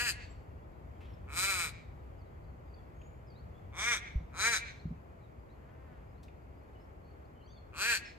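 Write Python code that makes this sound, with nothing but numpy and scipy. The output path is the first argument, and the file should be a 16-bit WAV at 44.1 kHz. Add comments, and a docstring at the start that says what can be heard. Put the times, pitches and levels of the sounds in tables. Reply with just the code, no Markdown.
"""Crow in a grove

A crow caws five times: each caw is a train of sharp syrinx pulses, ringing in throat and beak, whose
rate climbs to a crest, sags and plunges. Trunks and branches scatter the calls and a row of trees sends
them back. Small birds and a second crow call far off and a few twigs tick. Two soft thumps knock the
body of a hand-held stereo camera, over a distant rumble and air in the leaves."""
import sys
import numpy as np
from scipy import signal
from scipy.fft import rfft, irfft, next_fast_len
from scipy.io import wavfile
from scipy.ndimage import map_coordinates

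SR = 44100
rng = np.random.default_rng(int(sys.argv[2]) if len(sys.argv) > 2 else 0)


def dump_mix(stems):
    """Bounce the given channels to the path in sys.argv[1] as a 16-bit WAV at rate SR."""
    frames = np.atleast_2d(stems).T  # one column per channel
    limited = np.clip(frames, -1, 1)  # hard clip at full scale
    pcm = np.round(limited * 32767).astype(np.int16)
    wavfile.write(sys.argv[1], SR, pcm)


N = 360738

# Caws. Each row: crest time, climb and fall in seconds, top pitch in Hz, climb exponent, sag share 0-1,
# plunge exponent, body and treble levels in dB, treble gain over the fall in dB, closed-beak resonance
# drop in Hz, relative branch and tree-row levels in dB.
CAWS = [(.034, .172, 0.096, 244, 1.66, 0.11, 2.92, -35.5, -39.5, 4.5, 300, -6, -23),
        (1.493, 0.23, 0.21, 197.9, 1.95, .56, 10, -38.5, -37, -9.5, 120, -1.5, -24.5),
        (3.89, .18, 0.1, 240.5, 1.56, 0.08, 2.8, -35.5, -41.5, -2, 300, -0.5, -20.5),
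        (4.489, .178, .102, 235.8, 1.6, .07, 3.17, -32.5, -37.5, 0.5, 294, -1.5, -20.5),
        (7.886, 0.17, 0.1, 239.4, 1.29, 0.14, 3.37, -33.5, -38, 0, 364, -3, -24)]
# Throat and beak resonances, one list per caw. Each row: centre in Hz, width in Hz, peak in dB.
THROAT_RESONANCES = [
    [(1678, 750, 23), (2644, 750, 19.5), (4510, 370, 16.5), (8000, 3500, 17), (10280, 1300, 13.5),
     (12600, 650, 11.5), (13400, 830, 15)],
    [(1364, 700, 19), (1950, 350, 5), (2340, 440, 21.5), (3940, 480, 10), (4800, 300, 6), (8300, 3000, 18),
     (10900, 820, 13), (14200, 1800, 17)],
    [(1434, 1120, 23), (2254, 460, 20), (3560, 840, 18), (6020, 1500, 20), (8380, 1600, 23.5),
     (11500, 710, 14.5), (13500, 900, 12)],
    [(1562, 890, 23.5), (2330, 350, 19.5), (3920, 710, 14), (5420, 250, -0.5), (6500, 2000, 12),
     (8620, 1450, 16.5), (10500, 580, 7), (11700, 2200, 6)],
    [(1630, 590, 22.5), (2504, 810, 19), (4380, 770, 14.5), (6000, 580, 7.5), (7800, 1800, 14.5),
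     (9700, 2400, 10), (12400, 3200, 10.5)],
]


def crow():
    """Each caw arrives directly, off nearby wood, through the grove and back from the tree row."""
    out = np.zeros((2, N))
    for row, resonances in zip(CAWS, THROAT_RESONANCES):
        crest_s, climb_s, fall_s, top_hz, bend, sag, plunge = row[:7]
        body_db, treble_db, gained_db, drop_hz, branch_db, echo_db = row[7:]
        t = np.arange(crest_s - climb_s, crest_s + fall_s, 1 / SR)
        before = np.clip((crest_s - t) / climb_s, 0, 1)  # 1 at the start, 0 from the crest on
        after = np.clip((t - crest_s) / fall_s, 0, 1)  # 0 up to the crest, 1 at the end
        pitch_hz = caw_pitch(before, after, top_hz, bend, sag, plunge)
        levels_db = caw_levels(before, after, body_db, treble_db, gained_db)
        aimed, spread = caw(t, pitch_hz, levels_db, resonances, drop_hz)
        add(out, t[0], mic_ports(signal.fftconvolve(aimed, near_paths(branch_db), axes=1)))
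        add(out, t[0], signal.fftconvolve(spread, far_paths(echo_db - 3), axes=1))
        add(out, t[0] + 0.145, amp(echo_db + 3) * trunk_echo(aimed))
    return out


def caw_pitch(before, after, top_hz, bend, sag, plunge, slack_hz=110.34):
    """The syrinx tightens up to the crest, sags steadily and at last lets go."""
    tension = 1 - before ** bend - sag * after - (1 - sag) * after ** plunge
    return slack_hz + (top_hz - slack_hz) * tension


def caw_levels(before, after, body_db, treble_db, gained_db, body_onset_db=-54.5, treble_onset_db=-92):
    """Body and treble swell and waver; the treble dips at the pure crest, the body eases off after it."""
    body = body_db + (body_onset_db - body_db) * before ** 1.8 - 5 * after ** 3
    treble = treble_db + (treble_onset_db - treble_db) * before ** 3.6 + gained_db * after
    edge_db = 4 * (.5 - np.exp(-((before + after) / .35) ** 2))
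    waver_db = 1.58 * wobble(46.1, len(before))
    return np.array([body, treble + edge_db]) + waver_db


def caw(t, pitch_hz, levels_db, resonances, drop_hz, split_hz=3100, attack_s=.035, release_s=0.021):
    """One caw, as aimed and as spread all round: the beak opens as pitch climbs; slack makes it ragged."""
    slack = np.interp(pitch_hz / pitch_hz.max(), [.5, .9], [1, 0])
    jitter = np.interp(slack, [0, 1], [.002, .018])
    breath = np.interp(slack, [0, 1], [.36, .6])
    pulses = syrinx(pitch_hz, jitter, scatter_db=0.53, breath=breath)
    closed = np.interp(np.maximum.accumulate(pitch_hz) / pitch_hz.max(), [.72, .97], [1, 0])
    fade = (1 - np.exp((t[0] - t) / attack_s)) * (1 - np.exp((t - t[-1]) / release_s))
    body_gain, treble_gain = amp(levels_db)
    voices = []
    for peak_share in (1, .65):  # aimed, spread
        peaks = [(hz, width_hz, peak_share * db) for hz, width_hz, db in resonances]
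        voice = 0
        for closure in (0, .5, 1):  # crossfade three beak positions
            weight = np.maximum(0, 1 - 2 * abs(closed - closure))
            voice += weight * throat(pulses, peaks, drop_hz, closure)
        body = filtered(voice, lambda hz: 1 / (1 + (hz / split_hz) ** 12))
        voices.append([fade * (body_gain * unit(body) + treble_gain * unit(voice - body))])
    return np.array(voices)


# Turbulence colour. Each row: frequency in Hz, gain in dB.
RASP_DB = [(500, -8), (2400, -9), (3300, -1), (5500, -1), (8000, -6), (11000, 0), (15000, 0)]


def syrinx(pitch_hz, jitter, scatter_db, breath):
    """One sharp pulse per cycle, each followed by a rasping puff of turbulence."""
    n = len(pitch_hz)
    cycles = np.cumsum(pitch_hz * (1 + jitter * wobble(200, n))) / SR
    pulse_at = np.interp(np.arange(1, int(cycles[-1])), cycles, np.arange(n))
    taps = pulse_at.astype(int)[:, None] + np.arange(-7, 9)
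    offset = taps - pulse_at[:, None]
    shape = np.sinc(offset) * np.cos(np.pi * offset / 16) ** 2  # band-limited impulse
    sizes = amp(scatter_db * rng.standard_normal((len(pulse_at), 1)))
    pulses = np.bincount(np.clip(taps, 0, n - 1).ravel(), (sizes * shape).ravel(), n)
    puffs = unit(rng.standard_normal(n) * np.exp(-6 * (cycles % 1)))
    return unit(pulses) + breath * filtered(puffs, lambda hz: amp(along(RASP_DB, hz)))


# Syrinx pulse spectrum and closed-beak shading. Each row: frequency in Hz, gain in dB.
PULSE_DB = [(130, -35), (240, -2.5), (450, 5.5), (750, 2.5), (3000, 0.5), (6000, 1), (9000, -4.5),
            (11500, -8.5), (14500, -16), (16000, -41)]
CLOSED_BEAK_DB = [(1400, 0), (2400, -3), (3800, -2), (5000, -4), (6500, -4), (8500, -2), (12000, -3)]


def throat(pulses, resonances, drop_hz=0, closed=0):
    """Pulses ring in windpipe and beak; closing it lowers resonances under 2 kHz and shades the top."""
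    def response(hz):
        peaks_db = 0
        for centre_hz, width_hz, db in resonances:
            centre_hz -= closed * drop_hz * (centre_hz < 2000)
            peaks_db += db / (1 + (2 * (hz - centre_hz) / width_hz) ** 2)
        return causal(along(PULSE_DB, hz) + peaks_db + closed * along(CLOSED_BEAK_DB, hz))
    return filtered(pulses, response)


# Colours of the perch twigs and nearby branches. Each row: frequency in Hz, relative level in dB.
PERCH_DB = [(400, -29.5), (2000, 5.5), (5000, 10.5), (8000, -8.5), (14000, -2)]
BRANCH_DB = [(400, -13), (2200, -1.5), (5000, 0), (8000, -3.5), (14000, -3)]
# Early reflections. Each row: frequency in Hz, left-right correlation.
NEAR_COHERENCE = [(500, 0.58), (2000, 0.91), (5500, 0.13), (7500, 0.94), (10000, 0.68), (14000, 0.24)]


def near_paths(branch_db, perch_db=-9):
    """Impulse response of the direct path, the perch twigs and the nearby branches."""
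    perch = reflections(PERCH_DB, NEAR_COHERENCE, delay_s=0.00011, rise_s=0.00049, t60_s=0.013)
    branches = reflections(BRANCH_DB, NEAR_COHERENCE, delay_s=0.00084, rise_s=0.0014, t60_s=0.093)
    paths = amp(perch_db) * perch + amp(branch_db) * branches
    paths[:, 0] += 1  # direct path
    return paths


# Port phase. Each row: frequency in Hz, left lead in radians.
PORT_LEAD_RAD = [(700, 0), (2600, -1.5), (3700, -1.6), (4400, -3), (5400, -7.5), (5900, -10), (6500, -11.7),
                 (8000, -10.9), (10000, -9.3), (13000, -6.3)]
# Port balance. Each row: frequency in Hz, left minus right in dB.
PORT_BALANCE_DB = [(400, -0.5), (1800, 0.5), (2500, 2.5), (3500, 4), (4300, 7), (5300, 3.5), (6600, 0),
                   (14000, -1.5)]


def mic_ports(x):
    """Sound from the crow's side reaches the two microphone ports with different delay and shade."""
    side = np.array([[.5], [-.5]])
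    balance = lambda hz: amp(side * along(PORT_BALANCE_DB, hz))
    return filtered(x, lambda hz: balance(hz) * np.exp(1j * side * along(PORT_LEAD_RAD, hz)))


# Tree-row colour. Each row: frequency in Hz, relative level in dB.
TREE_ROW_DB = [(300, -4), (1400, -4), (2100, 4.5), (3000, 0), (4000, 0), (7500, -11), (14000, -41)]
# Tree-row scatter. Each row: frequency in Hz, left-right correlation.
TREE_ROW_COHERENCE = [(60, 0.84), (150, 0.72), (380, 0.74), (950, -0.45), (2380, 0.31), (5980, 0.3),
                      (15000, -0.44)]


def far_paths(row_db, grove_db=-21):
    """Impulse response of the grove plus the late scatter from the tree row."""
    paths = amp(grove_db) * grove()
    scatter = reflections(TREE_ROW_DB, TREE_ROW_COHERENCE, delay_s=0.11, rise_s=0.0038, t60_s=0.53)
    add(paths, 0, amp(row_db) * scatter)
    return paths


def trunk_echo(voice, right_lead_s=.00043):
    """One broad trunk in the row, off to the right, returns the pulses intact."""
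    side = np.array([[-1], [1]])
    lead = lambda hz: np.exp(1j * np.pi * side * hz * right_lead_s)
    return filtered(voice, lambda hz: amp(along(TREE_ROW_DB, hz)) * lead(hz))


def reflections(spectrum_db, coherence, delay_s, rise_s, t60_s):
    """A unit-energy cluster of reflections that swells after a delay and dies."""
    t = np.maximum(np.arange(SR // 2) / SR - delay_s, 0)
    cluster = rng.standard_normal((2, len(t))) * (1 - np.exp(-t / rise_s)) * amp(-60 * t / t60_s)
    return stereo(cluster, spectrum_db, coherence) / np.sqrt(len(t))


# Grove decay. Each row: frequency in Hz, T60 in seconds.
GROVE_T60_S = [(300, .65), (2000, .58), (4500, .42), (8000, .3), (14000, .16)]


def grove():
    """Unit-energy diffuse tail of the trees; the treble dies first."""
    hz, t, noise = signal.stft(rng.standard_normal((2, SR * 3 // 4)), SR, nperseg=256)
    decay = amp(-60 * t / along(GROVE_T60_S, hz)[:, None])
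    tail = signal.istft(noise * decay, SR, nperseg=256)[1]
    return unit(tail) / np.sqrt(tail.shape[1])


def distant():
    """The far crow, small birds and twigs, blurred by the trees."""
    direct = amp(-1) * far_crow() + amp(-9) * birds(CHIRPS) + birds(faint_chirps()) + amp(-1) * twigs()
    return direct + amp(-7) * signal.fftconvolve(direct[None], grove(), axes=1)[:, :N]


# Far caw contour. Each row: time in seconds, pitch in Hz, relative level in dB.
FAR_CAW_CONTOUR = [(5.55, 195.2, -75), (5.7, 248.3, -68), (5.83, 266.4, -67), (5.951, 239.5, -66),
                   (6.06, 202, -75.5)]


def far_crow(dull_hz=2200):
    """A second crow's long caw, dulled by distance."""
    times_s, pitches_hz, levels_db = np.transpose(FAR_CAW_CONTOUR)
    t = np.arange(times_s[0], times_s[-1], 1 / SR)
    pulses = syrinx(np.interp(t, times_s, pitches_hz), jitter=0.011, scatter_db=3.5, breath=0.35)
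    voice = throat(pulses, resonances=[(1546, 3600, 23)])
    dulled = filtered(voice, lambda hz: 1 / (1 + (hz / dull_hz) ** 2))
    out = np.zeros(N)
    add(out, t[0], amp(np.interp(t, times_s, levels_db)) * unit(dulled))
    return out


# Bird chirps. Each row: start and length in seconds, start and end pitch in Hz, relative level in dB.
CHIRPS = [(.28, 0.077, 7600, 7460, -61), (1.085, 0.076, 5600, 5350, -66), (2.18, 0.058, 5100, 4280, -67.5),
          (2.633, 0.23, 5030, 4260, -66), (2.75, 0.068, 3550, 3320, -68.5), (2.93, 0.29, 6450, 7060, -67.5),
          (3.26, 0.091, 5400, 4180, -61), (3.345, 0.077, 3630, 4530, -58.5), (3.538, .06, 3360, 3470, -63),
          (4.765, 0.056, 3720, 4360, -55), (5.17, 0.12, 4600, 3500, -72), (5.485, .056, 3400, 4450, -67),
          (6.146, 0.08, 3750, 4660, -71), (6.745, 0.0776, 2990, 2850, -62), (6.79, 0.064, 4950, 5450, -68),
          (7.036, 0.09, 4440, 4470, -63.5), (7.334, 0.12, 2945, 3080, -65), (7.41, 0.025, 2690, 3120, -58),
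          (7.42, 0.053, 3970, 4620, -57), (7.46, 0.081, 2900, 3730, -60), (7.463, 0.086, 5650, 6460, -64.5),
          (7.48, 0.16, 4640, 4340, -57), (7.556, 0.036, 3600, 3380, -58), (8.045, 0.063, 5420, 5180, -46.5)]


def birds(chirps):
    """Thin whistles that glide and level off, broken into tiny warbled notes."""
    out = np.zeros(N)
    for start_s, length_s, start_hz, end_hz, db in chirps:
        n = int(length_s * SR)
        progress = np.linspace(0, 1, n)
        glide_hz = end_hz + (start_hz - end_hz) * (1 - progress) ** 1.3
        warble = 1 + .012 * wobble(400, n) + .012 * wobble(60, n)
        swell = amp(db) * unit(amp(5 * wobble(110, n))) * np.sin(np.pi * progress)
        add(out, start_s, swell * np.sin(2 * np.pi * np.cumsum(glide_hz * warble) / SR))
    return out


def faint_chirps(count=120, top_db=-79):
    """Random chirp rows for birds deeper in the grove; higher ones are fainter."""
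    rows = []
    for when, length, height, glide in rng.random((count, 4)):
        start_hz = 2000 * 2 ** (1.3 * height)
        end_hz = start_hz * 2 ** (.5 * (glide - .5))
        rows.append((when * N / SR, .02 + .05 * length, start_hz, end_hz, top_db - 7 * height))
    return rows


# Twig ticks. Each row: start in seconds, relative level in dB, ring in Hz, half-width in octaves,
# T60 in seconds.
TWIG_TICKS = [(1.004, -60.5, 2270, 0.41, 0.3), (1.045, -68, 3170, 0.29, 0.57),
              (3.015, -50, 2680, 0.18, 0.026), (6.229, -58.5, 4260, 0.82, 0.086),
              (6.281, -54, 2430, 0.29, 0.04)]


def twigs(attack_s=.003):
    """Dry ticks, each a noise burst in one broad resonance."""
    out, t = np.zeros(N), np.arange(SR // 4) / SR
    for start_s, db, ring_hz, width_oct, t60_s in TWIG_TICKS:
        ring = lambda hz: 1 / (1 + (np.log2((hz + 1) / ring_hz) / width_oct) ** 2)
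        burst = unit(filtered(rng.standard_normal(len(t)), ring))
        add(out, start_s, amp(db - 60 * t / t60_s) * (1 - np.exp(-t / attack_s)) * burst)
    return out


# Knocks, grouped into two thumps. Each row: start in seconds, level in dB, ring in Hz, T60 in seconds.
KNOCKS = [(4.14, -36, 157, 0.12), (4.157, -22.5, 60, 0.19), (4.204, -40.5, 158, 0.1),
          (4.242, -40.5, 54.4, 0.23), (4.854, -28, 158.6, 0.1), (4.871, -29, 60, 0.18),
          (4.905, -34.5, 163, 0.17)]


def thumps(attack_s=0.0028, shudder_db=-7):
    """Soft low knocks on the camera body, each with a short shudder."""
    out, t = np.zeros(N), np.arange(SR // 3) / SR
    for start_s, db, ring_hz, t60_s in KNOCKS:
        band = lambda hz: np.exp(-((hz / ring_hz - 1) / .6) ** 2)
        shudder = unit(filtered(rng.standard_normal(len(t)), band))
        ring = np.sin(2 * np.pi * ring_hz * t) + amp(shudder_db) * shudder
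        add(out, start_s, amp(db - 60 * t / t60_s) * (1 - np.exp(-t / attack_s)) * ring)
    return out


# Spectra of the far rumble and the air in the leaves. Each row: frequency in Hz, relative density in dB.
RUMBLE_SPECTRUM_DB = [(14, -60), (24, -44), (31, -14.5), (39, -2.5), (52, 0), (64, 6.5), (90, 1),
                      (160, -6.5), (220, -17.5), (300, -30), (450, -82)]
AIR_SPECTRUM_DB = [(120, -29.5), (200, -2), (630, -3), (783, -6), (1510, -14.5), (2330, -21.5),
                   (3960, -36.5), (4500, -34), (5800, -42), (6710, -36.5), (9830, -48.5), (12700, -36.5),
                   (15500, -67)]
# Background width. Each row: frequency in Hz, left-right correlation before the phase shift.
BACKGROUND_COHERENCE = [(60, 0.99), (150, 0.84), (300, .6), (550, 0.4), (1100, 0.33), (1600, 0.65),
                        (3000, 0.15), (7000, 0.18), (15000, .5)]
# Background phase shift. 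Each row: frequency in Hz, left lead in radians.
BACKGROUND_LEAD_RAD = [(50, .25), (200, .4), (400, 1), (600, 2.8), (1000, 3.4), (1700, 3.1), (2200, .7),
                       (3200, -.6), (5000, -7)]


def background(rumble_db_per_s=-0.7052, air_db_per_s=-0.17, lean_db=0.76):
    """A far rumble slowly recedes and the air in the leaves settles, both a little to the left."""
    t, side = np.arange(N) / SR, np.array([[1], [-1]])
    rumble_db = -48.5 + rumble_db_per_s * t + .7 * wobble(8, N)
    air_db = -56.5 + air_db_per_s * t + .5 * wobble(5, N)
    rumble = amp(rumble_db) * stereo(rng.standard_normal((2, N)), RUMBLE_SPECTRUM_DB, BACKGROUND_COHERENCE)
    air = amp(air_db) * stereo(rng.standard_normal((2, N)), AIR_SPECTRUM_DB, BACKGROUND_COHERENCE)
    lead = lambda hz: np.exp(.5j * side * along(BACKGROUND_LEAD_RAD, hz))
    return amp(side * lean_db) * filtered(rumble + air, lead)


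def amp(db):
    """Decibels to gain."""
    return 10 ** (np.asarray(db) / 20)


def unit(x):
    """x scaled to rms 1."""
    return x / np.sqrt(np.mean(x ** 2) + 1e-20)


def along(points, hz):
    """(Hz, value) points read on a log axis."""
    knots_hz, values = np.transpose(points)
    return np.interp(np.log(hz + 1), np.log(knots_hz + 1), values)


def wobble(knots_per_s, n):
    """A smooth random curve of n samples."""
    knots = rng.standard_normal(int(n * knots_per_s / SR) + 4)
    return map_coordinates(knots, [np.arange(n) * knots_per_s / SR])


def filtered(x, response):
    """x through a complex frequency response."""
    n = x.shape[-1]
    padded = 2 * next_fast_len(n // 2 + SR // 8)
    return irfft(rfft(x, padded) * response(np.fft.rfftfreq(padded, 1 / SR)), padded)[..., :n]


def causal(db):
    """Minimum-phase response with these gains."""
    cepstrum = irfft(db * np.log(10) / 20)
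    half = len(cepstrum) // 2
    cepstrum[1:half] *= 2
    cepstrum[half + 1:] = 0
    return np.exp(rfft(cepstrum))


def add(track, start_s, sound):
    """Mix a sound into the track; it may begin before the track does."""
    start = round(start_s * SR)
    sound = sound[..., max(0, -start):]
    part = track[..., max(0, start):max(0, start) + sound.shape[-1]]
    part += sound[..., :part.shape[-1]]


def stereo(pair, spectrum_db, coherence):
    """Two independent signals, coloured and partly correlated, at rms 1."""
    def response(hz):
        angle = np.arccos(np.clip(along(coherence, hz), -1, 1)) / 2
        return amp(along(spectrum_db, hz)) * np.array([np.cos(angle), np.sin(angle)])
    mid, side = filtered(pair, response)
    return unit(np.array([mid + side, mid - side]))


def scene():
    """The near crow over everything else."""
    return crow() + distant() + thumps() + background()


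def record(dry):
    """Brick-wall low-pass at 15750 Hz."""
    return filtered(dry, lambda hz: hz < 15750)


dry = scene()
out = record(dry)
dump_mix(out)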